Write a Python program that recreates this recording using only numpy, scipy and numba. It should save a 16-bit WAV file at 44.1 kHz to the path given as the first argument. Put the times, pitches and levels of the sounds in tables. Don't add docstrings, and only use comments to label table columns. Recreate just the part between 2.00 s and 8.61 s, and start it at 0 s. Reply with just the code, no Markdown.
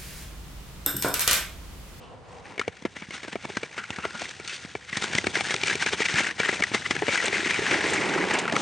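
import sys
import numpy as np
from scipy import signal
from scipy.fft import rfft, irfft, next_fast_len
from scipy.io import wavfile
from scipy.ndimage import uniform_filter1d
from numba import njit

SR = 44100
rng = np.random.default_rng(int(sys.argv[2]) if len(sys.argv) > 2 else 0)


def file_out(sig):
    cols = np.atleast_2d(sig).T
    lim = np.clip(cols, -1, 1)
    pcm = np.round(lim * 32767).astype(np.int16)
    wavfile.write(sys.argv[1], SR, pcm)


N = 291501

# t/s, crunch level/dB, knock and fizz/dB above crunch, crunch f/Hz, knock f/Hz,
# rise/ms, fall/ms
BREAKS = [(0.58, -26.5, -5.5, -16, 2250, 396, 0.45, 3), (0.5957, -17, -7, -8, 2160, 432, 0.15, 3.7),
          (0.615, -21, -16, -29, 1380, 294, 0.51, 1.4), (0.68, -24, 5.5, -10, 2220, 453, 0.59, 3.8),
          (0.824, -45, 3, 4.5, 2070, 181, 2.4, 3.2), (0.8529, -23.5, 4, -12, 2120, 354, 0.4, 6.3),
          (0.967, -33, -7.5, -9, 1980, 237, 8.7, 6.1), (1.023, -32.5, -5.5, -14, 2270, 171, 3, 5.5),
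          (1.108, -30, -8, -7, 2140, 366, 1.1, 5.3), (1.142, -38.5, -4, 4.5, 1440, 191, 8, 25),
          (1.233, -31.5, -10, -8, 2210, 230, 2.7, 10), (1.25, -39, 4, -9, 2300, 375, 4.5, 1.8),
          (1.282, -32.5, 0, -5, 1560, 318, 3.6, 5.8), (1.33, -27, -10.5, -9.5, 2040, 194, 5.7, 4.7),
          (1.357, -26, 4.5, -26, 2250, 414, 0.98, 4.5), (1.454, -27, -3, -9, 2230, 180, 8.3, 1.6),
          (1.502, -42, 12.5, 2, 2750, 398, 11, 0.8), (1.571, -19, -5.5, -5, 1550, 218, 1.8, 2.7),
          (1.633, -24.5, 0.5, -9.5, 2310, 430, 2.6, 4.8), (1.78, -25.5, -6, -15, 1490, 417, 1.7, 16.4),
          (1.841, -33.5, -30, -8, 1510, 736, 6.5, 3.5), (1.905, -26.5, -4, -0.5, 2680, 166, 1.1, 1.4),
          (1.962, -32, -25, -5, 1670, 500, 1.5, 7), (1.986, -33, 1, -4, 1530, 190, 0.66, 6.6),
          (2.054, -26.5, 5.5, -10, 1410, 400, 5.8, 3.4), (2.152, -35.5, -2.5, -3, 1390, 181, 8.6, 10),
          (2.22, -28, 7, -3, 2250, 730, 4.5, 2.9), (2.292, -39, -1, 11.5, 2200, 490, 0.37, 2.3),
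          (2.4, -32, 0.5, -7, 2270, 410, 1.3, 1.5), (2.477, -31, -24, 5.5, 2900, 410, 0.7, 6.7),
          (2.495, -31, -21, -3, 2610, 410, 2.1, 28), (2.65, -32, -3, -5, 2220, 181, 0.76, 1.9),
          (2.753, -24.5, 0.5, -30, 2295, 412, 0.27, 2.1), (2.898, -30, -22, -10, 2070, 182, 13, 4.6),
          (2.929, -25.5, -12.5, -12, 1990, 177, 0.51, 8.7), (2.971, -22.5, -8.5, 0.5, 1930, 140, 1.4, 6),
          (3.024, -20.5, -5, -4, 2150, 500, 6.8, 1.3), (3.042, -25, -1, 5, 1500, 406, 6.8, 2),
          (3.152, -16.5, -10, -1, 2310, 146, 1.5, 2.3), (3.185, -19, -5.5, 2, 2000, 366, 4.1, 2),
          (3.243, -26.5, -0.5, -4, 1520, 363, 0.98, 2.7), (3.27, -14, -4.5, -8, 2260, 385, 2.9, 2.7),
          (3.355, -16, -7.5, -5, 1660, 660, 1.4, 3.6), (3.409, -18, 1.5, -4, 2240, 795, 1.5, 2),
          (3.508, -19.5, -6.5, -4, 2140, 425, 2, 8.6), (3.542, -18.5, -10, 2, 2020, 141, 1.4, 2.5),
          (3.564, -20.5, -39, -1, 2420, 320, 0.27, 0.5), (3.636, -15.5, -6.5, -4, 2340, 710, 2.2, 1.9),
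          (3.681, -16, -16, -24, 1900, 695, 0.36, 1), (3.699, -16.5, -17, -22, 2310, 443, 0.55, 0.61),
          (3.755, -23.5, -2, 2.5, 2210, 156, 0.89, 2.2), (3.863, -18.5, -6.5, -4, 2120, 493, 0.91, 6.5),
          (3.934, -18.5, -3.5, -5.5, 2075, 356, 11, 9.7), (4.005, -21.5, 2, -7, 2040, 635, 2.1, 2.3),
          (3.615, -27, -27, 0, 2354, 404, 0.4, 1.1), (4.086, -20, -32, -8, 2030, 192, 0.66, 4.1),
          (4.142, -24, -2.5, 1.5, 2170, 170, 2.9, 1.8), (4.206, -25.5, 0.5, -1, 1790, 348, 3.5, 8.4),
          (4.402, -15.5, -3, -8, 2280, 450, 7.6, 2.8), (4.46, -19, -11, -22, 1900, 406, 8.1, 1.4),
          (4.493, -17, -3, -27, 2000, 382, 5.5, 1.9), (4.529, -26.5, 1, -14, 1910, 366, 1.8, 12),
          (4.607, -28.5, 0.5, 0.5, 2030, 178, 10, 2.4), (4.624, -13.5, -11.5, -14, 2190, 415, 1.3, 2.2),
          (4.638, -12, -23, -6.5, 1970, 800, 1.8, 2.5), (4.717, -32, 4, -18, 2270, 325, 0.83, 2.1),
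          (4.747, -16.5, -1.5, -3.5, 2000, 413, 6.3, 7), (4.864, -21.5, -23, -21, 1940, 150, 12, 1.4),
          (4.91, -13.5, -7, -5.5, 2040, 368, 2.6, 4.2), (4.953, -23.5, -6.5, -6, 2210, 380, 3.1, 4.1),
          (4.966, -22, -5, -7.5, 1680, 226, 1.8, 1.3), (5.0225, -26, 8.5, -21, 2000, 396, 0.26, 3.1),
          (5.032, -29, 8, -25, 1900, 413, 0.6, 0.32), (5.083, -18.5, 0.5, -15, 1870, 385, 1.6, 2.2),
          (5.09, -20.5, 2, -14, 2240, 554, 2.8, 0.75), (5.282, -21, 0.5, -3, 2230, 392, 2.4, 2.7),
          (5.712, -16, -31, -6, 2220, 388, 0.4, 1.1), (6.241, -19.5, -3.5, -32, 1650, 406, 1.5, 0.44),
          (6.315, -21, -1, -8, 1980, 380, 15, 1.2), (6.387, -28.5, 3.5, 3.5, 2880, 420, 1.6, 15),
          (6.455, -22, -2.5, -13, 1400, 425, 0.95, 1.2), (6.48, -17.5, -26, -22, 1370, 330, 0.65, 2.1),
          (6.525, -22.5, 4.5, -2, 1740, 674, 2.2, 4.3), (6.566, -14.5, -6, -3.5, 1330, 480, 2.2, 0.39)]
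# t/s, level/dB, f/Hz
CRACKLES = [(3.6641, -19, 2100), (3.7124, -16.5, 1950), (5.1756, -10, 1970), (5.2011, -11, 1930),
            (5.2255, -15, 1610), (5.3263, -11, 2050), (5.3428, -10, 2090), (5.475, -17.5, 1900),
            (5.5428, -11, 2250), (5.6945, -18, 2180), (5.9763, -14, 2230), (6.178, -15.5, 1330),
            (6.5544, -14, 2130)]
# f/Hz, width/Hz, level/dB
CRUST_TONES = [(1414, 198, 5), (1679, 97, 5.5), (1880, 114, 6), (2264, 443, 6.5), (2880, 560, 3)]
ICE_TONES = [(118.3, 22, -14), (195, 57, 3.5), (355, 53, -2), (435, 86, -3.5), (872, 395, 0.5)]
CRYSTAL_TONES = [(3400, 1210, 2), (6370, 1680, -1.5), (8450, 1360, -6)]
# t/s, crunch level/dB, fizz and rumble/dB above crunch, deep ice/dB
RUSTLE_BED = [(0, -99, -34, 12, -69), (.3, -56.5, 0.5, -12, -83), (.54, -55.5, -5, 2, -61),
              (.62, -55.5, -5, -16, -65), (.93, -61, 1, -11, -53), (1.3, -48, -2, -13, -57),
              (2, -49.5, -1, -6.5, -59), (2.5, -50.5, 3, -11, -53), (2.86, -50.5, -1.5, -24, -59),
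              (3.1, -52.5, 3.5, -4.5, -45.5), (3.7, -41, 0, -9.5, -45), (4.34, -46.5, -1.5, -12, -53.5),
              (4.85, -42.5, 0.5, -9, -44), (5.2, -33, -4, -13.5, -50.5), (5.7, -31, -5, -9, -43),
              (6.0, -28.5, -5, -4, -49), (6.22, -29.5, -8.5, -3, -57), (6.3, -34.5, -6.5, -4, -61),
              (6.5, -35, -14.5, 0.5, -69), (6.61, -36.5, 6, 4.5, -50)]
# t/s, level/dB, rise/ms, fall/ms
SCUFFS = [(.47, -45, 26, 66), (.76, -52, 78, 140), (.97, -44, 12, 94), (1.15, -43.5, 62, 85),
          (1.5, -45.5, 18, 45), (1.79, -36, 21, 11), (2.04, -42, 130, 180), (2.23, -37.5, 77, 88),
          (2.45, -43, 15, 17), (2.52, -43.5, 11, 190), (2.98, -33.5, 45, 30), (3.04, -33, 30, 71),
          (3.15, -36.5, 30, 160), (3.4, -31, 41, 31), (3.47, -32.5, 64, 100), (3.71, -27, 86, 43),
          (3.37, -29.5, 39, 15), (3.797, -36, 1.9, 11), (3.825, -26.5, 21, 20), (4.06, -26, 20, 7.5),
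          (4.31, -28.5, 7.4, 9.4), (3.87, -20.5, 9.2, 21), (4.02, -24.5, 35, 13), (4.1, -27, 19, 34),
          (4.18, -22, 30, 72), (4.27, -26, 12, 24), (4.45, -27, 44, 119), (4.74, -32, 13, 72),
          (5.15, -25, 79, 56), (5.25, -27.5, 28, 42), (5.34, -26.5, 8, 74), (5.47, -26, 58, 7.2),
          (5.51, -22, 19, 5.9), (5.55, -29.5, 35, 54), (5.73, -24, 86, 60), (6.34, -26, 25, 38),
          (5.86, -27, 20, 72)]
GLIDES = [(5.4, -40, 270, 260), (6.1, -30.5, 330, 160)]
SQUEAKS = [(1.99, -44.5, 120, 120), (2.16, -48, 41, 110), (2.5, -51, 84, 70)]
# f/Hz, width/Hz, level/dB
GLIDE_TONES = [(365, 95, 2), (892, 90, -7.5), (1960, 140, 1.5), (2250, 130, -2.5)]
SQUEAK_TONES = [(1410, 46, 2), (2700, 150, -8.5)]
# t/s, level/dB, f/Hz
CHATTER = [(1.086, -33, 200), (3.552, -27, 397), (3.711, -25.5, 392), (5.242, -22.5, 516),
           (5.298, -27, 353), (5.329, -21.5, 434), (5.359, -24, 384), (5.394, -23, 350), (5.43, -25, 386),
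           (5.46, -21.5, 335), (5.59, -17.5, 375), (5.62, -22, 440), (5.726, -21.5, 370), (5.756, -19, 342),
           (5.786, -24.5, 352), (5.848, -23, 335), (5.921, -20, 424), (5.979, -22, 314), (6.096, -25, 310),
           (6.161, -18, 397), (6.204, -19, 336), (6.226, -21, 400)]
# t/s, level/dB
REED_TICKS = [(5.255, -24.5), (5.903, -29), (5.9347, -25.5), (6.337, -28), (6.389, -27)]
# (f/Hz, width/Hz, level/dB)
THIN_RUSTLE = (0.035, -53, 50, 70), (2900, 500, 0)
# t/s, level/dB
AIR_LEVEL = [(0, -46.5), (.44, -48), (.6, -53.5), (1, -62), (2.8, -57.5), (6.61, -61)]
# f/Hz, level/dB
AIR_COLOUR = [(30, -20), (70, -4), (130, -6), (300, -16), (480, -13), (1100, -12.5), (1400, -25.5),
              (3200, -38.5), (10000, -68)]
# f/Hz, width/Hz, level/dB
AIR_TONES = [(490, 45, 0), (770, 54, -4.5), (1010, 97, -10.5)]
# t/s, left minus right/dB
PAN = [(0, -4), (.6, -1), (1.3, -2.5), (2.5, -2), (3.7, -1.5), (5.2, -0.5), (6.1, -3), (6.61, -2.5)]
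# f/Hz, left minus right/dB
PORT_BALANCE = [(60, -4.5), (200, -0.5), (500, 0), (1100, 5.5), (2000, 4), (4000, 2.5), (9000, 2.5)]
# f/Hz, phase/rad
PORT_LEAD = [(40, 0.21), (260, 0.52), (2300, 0.087), (7000, 0.17), (9500, 1)]
# f/Hz, share/fraction
PORT_APART = [(40, 0.35), (150, 0.033), (600, 0.15), (2000, 0.14), (4200, 0.1), (9000, 0.34)]


def crust_breaks(grit):
    before, after = 1000, 4000
    force, snap = np.zeros((3, N + after)), np.zeros((3, N))
    pitch_hz = np.ones((2, N)) * [[2000.], [350.]]
    ms = np.arange(-before, after) / SR * 1000
    for s, db, knock_db, fizz_db, crunch_hz, knock_hz, rise_ms, fall_ms in BREAKS:
        peak, size = int(s * SR), undb(db + np.array([0, knock_db, fizz_db]))
        shape = np.where(ms < 0, np.exp(ms / max(rise_ms, .2)), np.exp(-np.abs(ms) / max(fall_ms, .5)))
        force[:, peak - before:peak + after] += size[:, None] * shape
        snap[:, peak - 40] = size / (1 + rise_ms / 44)
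        pitch_hz[:, peak - int(rise_ms * SR / 500) - 40:] = [[crunch_hz], [knock_hz]]
    snap[1] = smooth(snap[1], 28)
    even_grit = grit / np.sqrt(uniform_filter1d(grit ** 2, size=220))
    crunch, knock, fizz = force[:, :N] * even_grit
    crust = undb(-1.5) * ring(crunch, CRUST_TONES)
    piece = band_pass(undb(16.5) * crunch + undb(38) * snap[0], pitch_hz[0], 113.)
    push = undb(8.5) * knock + undb(44.5) * snap[1]
    slab = band_pass(push, pitch_hz[1], 86.)
    overtone = undb(-9.5) * band_pass(push, 1.58 * pitch_hz[1], 200.)
    sheet = undb(-1) * ring(knock * (220 / pitch_hz[1]) ** 0.9, ICE_TONES[1:])
    crack = undb(14.5) * np.roll(snap[2], 40)
    crystals = undb(-2.5) * ring(flip(fizz) + crack, CRYSTAL_TONES)
    return crust + piece + slab + overtone + sheet + crystals


def crust_crackles():
    return pings(CRACKLES, rise_ms=0.38, fall_ms=7.6, rough=0.77, gain_db=-6.5)


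def snow_rustle(grit):
    bed_db, fizz_db, rumble_db, _ = curves(RUSTLE_BED)
    crumbs = [(s, db - 28, 2, 77) for s, db, *_ in BREAKS]
    db = 10 * np.log10(undb(2 * bed_db) + swells(SCUFFS, edge=1.82) + swells(crumbs))
    lift_db = db - bed_db
    fizz_db, rumble_db = fizz_db - 0.25 * lift_db, rumble_db - 0.18 * lift_db
    clumping = 1.9 + 0.0825 * (bed_db.max() - bed_db)
    db = db + clumping * (.5 * waver(60) + .8 * waver(200))
    crunch = undb(-1.5) * ring(grit, CRUST_TONES) + undb(-3.5) * ice_chips(220, 1590, 2395, 140., 4.4)
    rumble = ring(flip(grit), ICE_TONES[2:]) + undb(-3) * ice_chips(120, 310, 463, 130., 2.8)
    rumble += undb(-5.5) * ring(grit, ICE_TONES[:2])
    fizz = undb(-1.4) * ring(flip(grit), CRYSTAL_TONES)
    fizz += undb(-10) * ice_chips(260, 2530, 9400, 220., 3.2)
    rumble *= undb(rumble_db + 1.4 * waver(30))
    fizz *= undb(fizz_db + 1.06 * waver(40))
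    return undb(db) * (crunch + rumble + fizz)


def ice_chips(per_s, low_hz, high_hz, width_hz, spread_db):
    hits, strength, pitch = rng.random(N) < per_s / SR, rng.exponential(1, N), rng.random(N)
    latest_hit = np.maximum.accumulate(np.where(hits, np.arange(N), 0))
    kicks = hits * undb(spread_db * np.minimum(strength, 3))
    hz = low_hz * (high_hz / low_hz) ** pitch[latest_hit]
    return unit(band_pass(kicks + 1e-18, hz, width_hz))


def blade(grit):
    glide = ring(flip(grit) * np.sqrt(swells(GLIDES, edge=3.3)), GLIDE_TONES)
    chatter = pings(CHATTER, rise_ms=0.79, fall_ms=4.6, rough=0.57, gain_db=-0.26)
    return glide + chatter


def squeak(grit):
    return ring(grit * np.sqrt(swells(SQUEAKS)) * undb(8.6 * waver(90)), SQUEAK_TONES)


def reed_ticks():
    force, fade = np.zeros(N), np.exp(-np.arange(600) / SR / 0.0073)
    for s, db in REED_TICKS:
        force[int(s * SR):][:len(fade)] += undb(db) * fade
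    return ring(force * rng.standard_normal(N), [(7400, 1700, 0)])


def deep_ice():
    thumps = [(s, db + knock_db - 12.5 - 6 * np.log2(hz / 220), 4, 8.5)
              for s, db, knock_db, _, _, hz, *_ in BREAKS]
    rumble_db = curves(RUSTLE_BED)[-1] + 2.5 * waver(10)
    force = np.sqrt(undb(2 * rumble_db) + swells(thumps))
    return ring(rng.standard_normal(N) * force, [(69.6, 31, -2.5), (123, 107, 0)])


def thin_rustle(grit):
    swell, tone = THIN_RUSTLE
    return ring(grit * np.sqrt(swells([swell])), [tone])


def air_murmur():
    bands = 0
    for hz in 40 * 2 ** np.arange(0, 8, 1 / 3):
        shared, side = (band_pass(rng.standard_normal(N), np.full(N, hz), hz / 4) for _ in range(2))
        gain = undb(at_pitch(AIR_COLOUR, hz) + 2.1 * waver(13))
        bands = bands + gain * (shared + 0.61 * side * np.array([[1], [-1]]))
    hollow = undb(-5) * ring(rng.standard_normal(N) * undb(4.6 * waver(25)), AIR_TONES)
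    return (unit(bands) + hollow) * undb(curves(AIR_LEVEL)[0])


def grains(per_s, spread_db, hiss):
    chance, size, noise = rng.random(N), rng.exponential(1, N), rng.standard_normal(N)
    snaps = (chance < per_s / SR) * np.sign(noise) * undb(spread_db * np.minimum(size, 4))
    return unit(unit(snaps) + hiss * noise)


def flip(x):
    return x * np.sign(rng.standard_normal(N))


def pings(rows, rise_ms, fall_ms, rough, gain_db):
    t = np.arange(1500) / SR
    sound = np.zeros(N + len(t))
    shape = (1 - np.exp(-t * 1000 / rise_ms)) * np.exp(-t * 1000 / fall_ms)
    for s, db, hz in rows:
        drift = np.cumsum(rng.standard_normal(len(t))) * rough * np.sqrt(hz / SR)
        tone = np.sin(2 * np.pi * hz * t + drift)
        sound[int(s * SR):][:len(t)] += undb(db + gain_db) * shape / shape.max() * tone
    return sound[:N]


def swells(rows, edge=1):
    samples, power = np.arange(0, N, 20), 1e-12
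    for s, db, rise_ms, fall_ms in rows:
        late_ms = (samples / SR - s) * 1000
        span_ms = np.where(late_ms < 0, max(rise_ms, 1), max(fall_ms, 1))
        power = power + undb(2 * db) * np.exp(-2 * (np.abs(late_ms) / span_ms) ** edge)
    return np.interp(np.arange(N), samples, power)


def ring(x, tones):
    total = sum((-1) ** k * undb(db) * band_pass(x, np.full(N, float(hz)), float(width))
                for k, (hz, width, db) in enumerate(tones))
    return total / np.sqrt(sum(undb(2 * db) * np.pi * width / SR for _, width, db in tones))


@njit
def band_pass(x, hz, width_hz):
    y, band_state, low_state = np.empty(len(x)), 0., 0.
    for i in range(len(x)):
        tuning, damping = np.tan(np.pi * hz[i] / SR), width_hz / hz[i]
        band = (band_state + tuning * (x[i] - low_state)) / (1 + tuning * (tuning + damping))
        band_state, low_state = 2 * band - band_state, low_state + 2 * tuning * band
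        y[i] = damping * band
    return y


def waver(per_s):
    hold = int(SR / per_s)
    return 1.046 * smooth(np.repeat(rng.standard_normal(N // hold + 1), hold), hold)[:N]


def smooth(x, samples):
    return uniform_filter1d(uniform_filter1d(x, samples), samples)


def curves(table):
    times, *columns = np.transpose(table)
    return [np.interp(np.arange(N) / SR, times, column) for column in columns]


def at_pitch(table, hz):
    table_hz, values = np.transpose(table)
    return np.interp(np.log(np.maximum(hz, 1)), np.log(table_hz), values)


def undb(db):
    return 10 ** (np.asarray(db) / 20)


def unit(x):
    return x / np.sqrt(np.mean(x ** 2))


def ground_sounds():
    loose = grains(per_s=1500, spread_db=1.5, hiss=0.96)
    packed = grains(per_s=9100, spread_db=3, hiss=1)
    sound = snow_rustle(loose) + crust_breaks(packed) + squeak(packed) + reed_ticks() + deep_ice()
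    sound += blade(packed) + crust_crackles() + thin_rustle(loose)
    pan_db = curves(PAN)[0]
    return sound * undb(np.array([pan_db, -pan_db]) / 2)


def scene():
    size, sides = next_fast_len(N + SR // 4), np.array([[1], [-1]])
    hz = np.arange(size // 2 + 1) * SR / size
    apart = np.clip(at_pitch(PORT_APART, hz), 0, .95)
    shared = np.sqrt(1 - apart ** 2) * rfft(ground_sounds(), size)
    unshared = sides * apart * rfft(ground_sounds(), size)
    balance = undb(sides * at_pitch(PORT_BALANCE, hz) / 2)
    lead = np.exp(.5j * sides * at_pitch(PORT_LEAD, hz))
    return irfft((shared + unshared) * balance * lead, size)[:, :N] + air_murmur()


def record(dry):
    low_hz, top_hz, ceiling = 50, 9600, 0.45
    x = signal.sosfilt(signal.butter(3, low_hz, "high", fs=SR, output="sos"), dry)
    x = ceiling * np.tanh(x / ceiling)
    return signal.sosfilt(signal.ellip(9, .5, 80, top_hz, fs=SR, output="sos"), x)


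dry = scene()
out = record(dry)
file_out(out)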